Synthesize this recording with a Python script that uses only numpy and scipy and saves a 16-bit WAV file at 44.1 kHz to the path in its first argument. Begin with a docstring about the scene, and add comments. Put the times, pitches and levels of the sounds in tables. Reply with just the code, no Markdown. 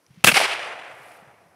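"""A faint click and a rustle of jacket, then one shotgun shot over an open snowy field.
The microphone stands beside the shooter, so close that the muzzle blast overloads it.
Nearby trees throw back hard echoes, and the far woods return a long, darkening roll.
As it fades the gun is lowered, with more rustle and two small clicks.
Soft buffets of air touch the microphone before and after the shot."""
import sys
import numpy as np
from scipy import signal
from scipy.fft import rfft, irfft
from scipy.io import wavfile

SR = 44100
rng = np.random.default_rng(int(sys.argv[2]) if len(sys.argv) > 2 else 0)


def store_wav(level_fs):
    """Save 16-bit WAV to argv[1]."""
    pcm = np.round(np.clip(np.atleast_2d(level_fs), -1, 1) * 32767)
    wavfile.write(sys.argv[1], SR, pcm.T.astype(np.int16))


N = 68355
T = np.arange(N) / SR

# Surges of the blast. Each row: onset in seconds, hold in seconds, t60 in seconds, level in dB,
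# then hiss and body in dB relative to that level.
BLAST_SURGES = [(0.2404, 0.0014, 0.0084, -16, -4, -4), (.2440, .0012, 0.003, 3, -5, -10),
                (0.2457, .0022, 0.0026, 7, -20.5, -11), (0.2661, .004, 0.021, -17, -1.5, -9.5),
                (0.2717, 0.0039, .03, -2.5, -10.5, -17), (0.282, .009, 0.061, -9.5, -12, -23.5)]
# Pressure swings that thump the microphone.
# Each row: start in seconds, pitch in Hz, t60 in seconds, level in dB.
BLAST_THUMPS = [(.2405, 235, .04, -17), (.2468, 250, .022, -9), (.2685, 230, .035, -20),
                (.2815, 240, .035, -23), (.3235, 160, .05, -20)]
# Overload cracks. Each row: time in seconds, peak in dB ahead of the microphone's limit.
OVERLOAD_CRACKS = [(.2499, -2), (.2510, 2), (.2515, -1.5), (.2584, -6.5), (.2590, -6), (.2594, -4.5)]
# Colours of the shot and its near echoes. Each row: frequency in Hz, relative level in dB.
RING_SPECTRUM = [(40, -35), (200, -5), (380, -14.5), (600, -7), (780, -23.5), (950, -12.5), (1500, -2.5),
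                 (1800, -4), (2100, -5), (2700, 1), (3000, -8.5), (3300, -5), (3800, -16), (6000, -24),
                 (16000, -27)]
HISS_SPECTRUM = [(500, -12.5), (2500, -2), (5000, -0.5), (6800, -3), (10500, 1.5), (12500, -7),
                 (16000, -13.5)]
BODY_SPECTRUM = [(60, -55.5), (150, -40), (300, -17), (550, -5.5), (760, 4.5), (1000, -5), (1400, -12),
                 (2500, -20.5), (8000, -57)]
ECHO_SPECTRUM = [(100, -28), (400, -11), (800, -20.5), (1100, -6.5), (1600, -9), (1900, -5.5), (2200, -0.5),
                 (2800, -2.5), (3500, -17.5), (4600, -9.5), (7000, -22), (10300, -19), (12500, -45),
                 (16000, -38.5)]
# Echoes off nearby trees. Each row: onset in seconds, hold in seconds, level in dB, body in relative dB.
TREE_ECHOES = [(0.3162, 0.0042, -17.5, -4), (0.3421, .005, -15.5, -33), (0.355, 0.0078, -21, -28),
               (0.3603, 0.0024, -23, -2.5), (0.369, 0.0039, -11, -8.5), (0.374, 0.0025, -16, -12),
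               (0.389, .001, -24, -22), (0.4015, .003, -21, 0.5), (0.413, 0.0015, -23, 6.5),
               (0.4226, 0.0037, -26.5, -4.5), (0.431, 0.025, -22.5, -16), (0.664, 0.024, -46.5, 13)]
# Decay of the far woods. Each row: frequency in Hz, early level in relative dB, early t60 in seconds,
# late level in relative dB, late t60 in seconds.
ROLL_DECAY = [(60, -38.5, .5, -67, 3), (130, -43, 0.76, -74, 2.5), (231, -51, 1, -54, 3.33),
              (425, -31.5, 1, -38.5, 2.67), (706, -51, 0.31, -27, 2.25), (927, -29, 1, -33, 2.19),
              (1370, -30.5, .9, -30, 1.9), (2270, -22.5, 0.81, -27, 1.58), (2996, -23.5, .85, -31, 1.33),
              (3650, -26, 0.68, -46, 1.74), (5060, -30, 0.66, -48.5, 1.5), (6900, -38.5, 0.63, -60.5, 2.03),
              (9900, -31, 0.51, -55.5, 1.9), (12270, -39, 0.28, -87, 1.5), (16000, -53, 0.33, -74, 1.5)]
# Uneven returns from the tree line. Each row: centre in seconds, half width in seconds, gain in dB.
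ROLL_SWELLS = [(.415, 0.017, 1), (.485, .02, -1), (.535, .015, 2.5), (0.571, 0.018, -4), (.65, 0.079, 1.5),
               (1.29, .02, 2.5)]
# Small clicks of the gun. Each row: start in seconds, level in dB.
GUN_CLICKS = [(0.0647, -48.5), (1.147, -55), (1.245, -58.5)]
# Colours of the gun and jacket at close range. Each row: frequency in Hz, relative level in dB.
CLICK_SPECTRUM = [(800, -15), (2500, -3), (4500, -6), (5900, 5), (6800, -14), (16000, -35)]
DULL_CLOTH_SPECTRUM = [(200, -12), (1200, -6), (2400, 0), (3800, -7), (6000, -11), (8000, -21),
                       (16000, -30)]
BRIGHT_CLOTH_SPECTRUM = [(300, -20), (1500, -12), (4500, 0), (7000, -6), (9500, 1), (11500, -1),
                         (13000, -7), (15500, -11), (17000, -30)]
# Buffets on the microphone. Each row: start in seconds, pitch in Hz, t60 in seconds, level in dB.
AIR_BUFFETS = [(0.1043, 130, 0.067, -38), (0.173, 174, 0.072, -35), (0.449, 120.6, 0.24, -53.5),
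               (0.661, 130, 0.073, -52), (.93, 117, 0.13, -47), (0.998, 137, 0.068, -48),
               (1.223, 190, 0.038, -39.5), (1.271, 132.4, 0.074, -43.5), (1.456, 166, .08, -50)]
# Colours of the wind and the field's hiss. Each row: frequency in Hz, relative level in dB.
WIND_SPECTRUM = [(25, -18), (55, -10.5), (110, -1.5), (170, -6), (280, -14.5), (800, -35.5), (3000, -71.5)]
FIELD_SPECTRUM = [(30, -20.5), (150, 2), (400, 5.5), (1000, 1), (2400, -4.5), (3500, -10.5), (5800, -7),
                  (7000, -14), (10500, -8), (16000, -22.5)]


def muzzle_blast():
    """Beside the gun: ringing surges with hollow body and hiss, low thumps and needle-like cracks."""
    ring, hiss, body = noise(RING_SPECTRUM), noise(HISS_SPECTRUM), noise(BODY_SPECTRUM)
    # A sizzle hangs on behind the surges.
    blast = from_db(-22.5) * envelope(.242, rise=.00042, hold=.038, t60=.25) * noise(HISS_SPECTRUM)
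    for onset, hold, t60, db, hiss_db, body_db in BLAST_SURGES:
        surge = ring + from_db(hiss_db) * hiss + from_db(body_db) * body
        blast += from_db(db) * envelope(onset, rise=.00042, hold=hold, t60=t60) * surge
    for start, hz, t60, db in BLAST_THUMPS:
        blast += pressure_swing(start, hz, t60, db, rise=.002)
        blast += pressure_swing(start, hz=70, t60=t60, db=db - 26, rise=.002)  # faint deep bass
    crack_half_width_s = .00007
    for time, db in OVERLOAD_CRACKS:
        blast += from_db(db) * np.maximum(1 - np.abs(T - time) / crack_half_width_s, 0)
    return blast


def tree_echoes():
    """Each group of nearby trees scatters the blast into a hard burst with a rounder, hollow body."""
    crack, body = noise(ECHO_SPECTRUM), noise(BODY_SPECTRUM)
    echoes = np.zeros(N)
    for onset, hold, db, body_db in TREE_ECHOES:
        echoes += from_db(db) * envelope(onset, rise=.00033, hold=hold, t60=.028) * crack
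        echoes += from_db(db + body_db) * envelope(onset, rise=.003, hold=hold, t60=.026) * body
    return echoes


def woods_roll():
    """Countless echoes from far across the field: each band dies in a fast and a slow stage."""
    start_s, rise_s, gain_db = .33, .037, 15.5
    age = T - start_s
    edges_hz = np.geomspace(45, 17000, 35)
    white = rng.standard_normal((2, N))  # neighbouring bands take different noise
    shared_flutter_db = 1.14 * drift(rate_hz=70)
    roll = np.zeros(N)
    for k, (low, high) in enumerate(zip(edges_hz, edges_hz[1:])):
        band = signal.sosfilt(signal.butter(2, [low, high], "band", fs=SR, output="sos"), white[k % 2])
        centre_hz = np.sqrt(low * high)
        early_db, early_t60, late_db, late_t60 = [at_hz(ROLL_DECAY, centre_hz, c) for c in (1, 2, 3, 4)]
        early = from_db(early_db) * fade(age, early_t60)
        late = from_db(late_db) * fade(age, late_t60)
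        flutter_db = shared_flutter_db + .84 * drift(rate_hz=50)
        roll += band * np.hypot(early, late) * from_db(flutter_db)
    swells_db = sum(db * np.exp(-((T - centre) / width) ** 2) for centre, width, db in ROLL_SWELLS)
    return from_db(gain_db + swells_db) * np.clip(age / rise_s, 0, 1) * roll


def gun_clicks():
    """Close by, the gun gives small, bright clicks that die at once."""
    strikes = sum(from_db(db) * (T >= start) * fade(T - start, t60=.0079) for start, db in GUN_CLICKS)
    return strikes * noise(CLICK_SPECTRUM)


def jacket_rustle():
    """Cloth rubs unevenly near the microphone: dull as the gun comes up, bright as it is lowered."""
    shouldering = from_db(-61) * envelope(.185, rise=.13, hold=.045, t60=.1)
    lowering = from_db(-62) * envelope(1.03, rise=.22, hold=.13, t60=.4)
    roughness_db = 2.5
    return sum(move * from_db(roughness_db * drift(rate_hz=120)) * noise(cloth)
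               for move, cloth in [(shouldering, DULL_CLOTH_SPECTRUM), (lowering, BRIGHT_CLOTH_SPECTRUM)])


def open_air():
    """Light wind and buffets on the microphone, over the faint hiss of the field."""
    buffets = sum(pressure_swing(*buffet, rise=.0027) for buffet in AIR_BUFFETS)
    wind = from_db(-61.5) * envelope(.11, rise=.056, hold=0, t60=15) * noise(WIND_SPECTRUM)
    field_hiss = from_db(-65.5) * noise(FIELD_SPECTRUM)
    return field_hiss + wind + buffets


def pressure_swing(start, hz, t60, db, rise):
    """A few dying cycles of air pressure at the microphone."""
    age = np.maximum(T - start, 0)
    attack = 1 - np.exp(-age / rise)
    return -from_db(db) * np.sin(2 * np.pi * hz * age) * attack * fade(age, t60)


def envelope(onset, rise, hold, t60):
    """Rise to full level by the onset, hold, die away; all in seconds."""
    return np.clip(1 + (T - onset) / rise, 0, 1) * fade(T - onset - hold, t60)


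def fade(age, t60):
    """Fall 60 dB every t60 seconds from age zero on."""
    return from_db(-60 * np.clip(age / t60, 0, 5))


def noise(spectrum):
    """Steady noise of the given colour, rms 1."""
    return shaped_noise(lambda hz: from_db(at_hz(spectrum, hz)))


def drift(rate_hz):
    """Random wavering, mostly slower than rate_hz, rms 1."""
    return shaped_noise(lambda hz: 1 / (1 + (hz / rate_hz) ** 2))


def shaped_noise(gain_at):
    """White noise weighted by a gain at each frequency, rms 1."""
    hz = np.arange(N // 2 + 1) * SR / N
    shaped = irfft(rfft(rng.standard_normal(N)) * gain_at(hz), N)
    return shaped / np.sqrt(np.mean(shaped ** 2) + 1e-20)


def at_hz(table, hz, column=1):
    """Read a column of a table on a log-frequency axis."""
    table = np.array(table)
    return np.interp(np.log(hz + 1e-9), np.log(table[:, 0]), table[:, column])


def from_db(db):
    """Decibels to gain."""
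    return 10 ** (np.asarray(db) / 20)


def scene():
    """Everything that reaches the one microphone beside the shooter."""
    return (muzzle_blast() + tree_echoes() + woods_roll() + gun_clicks() + jacket_rustle() + open_air())[None]


def record(dry):
    """The microphone overloads, the deep bass is cut, the recorder caps the peaks and the top is cut."""
    microphone_limit, recorder_limit = from_db(-4), .72
    low_cut = signal.butter(2, 91, "high", fs=SR, output="sos")
    high_cut = signal.ellip(10, .2, 80, 15600, fs=SR, output="sos")
    overloaded = np.clip(dry, -microphone_limit, microphone_limit)
    thinned = signal.sosfilt(low_cut, overloaded)
    capped = np.clip(thinned, -recorder_limit, recorder_limit)
    return signal.sosfilt(high_cut, capped)


dry = scene()
out = record(dry)
store_wav(out)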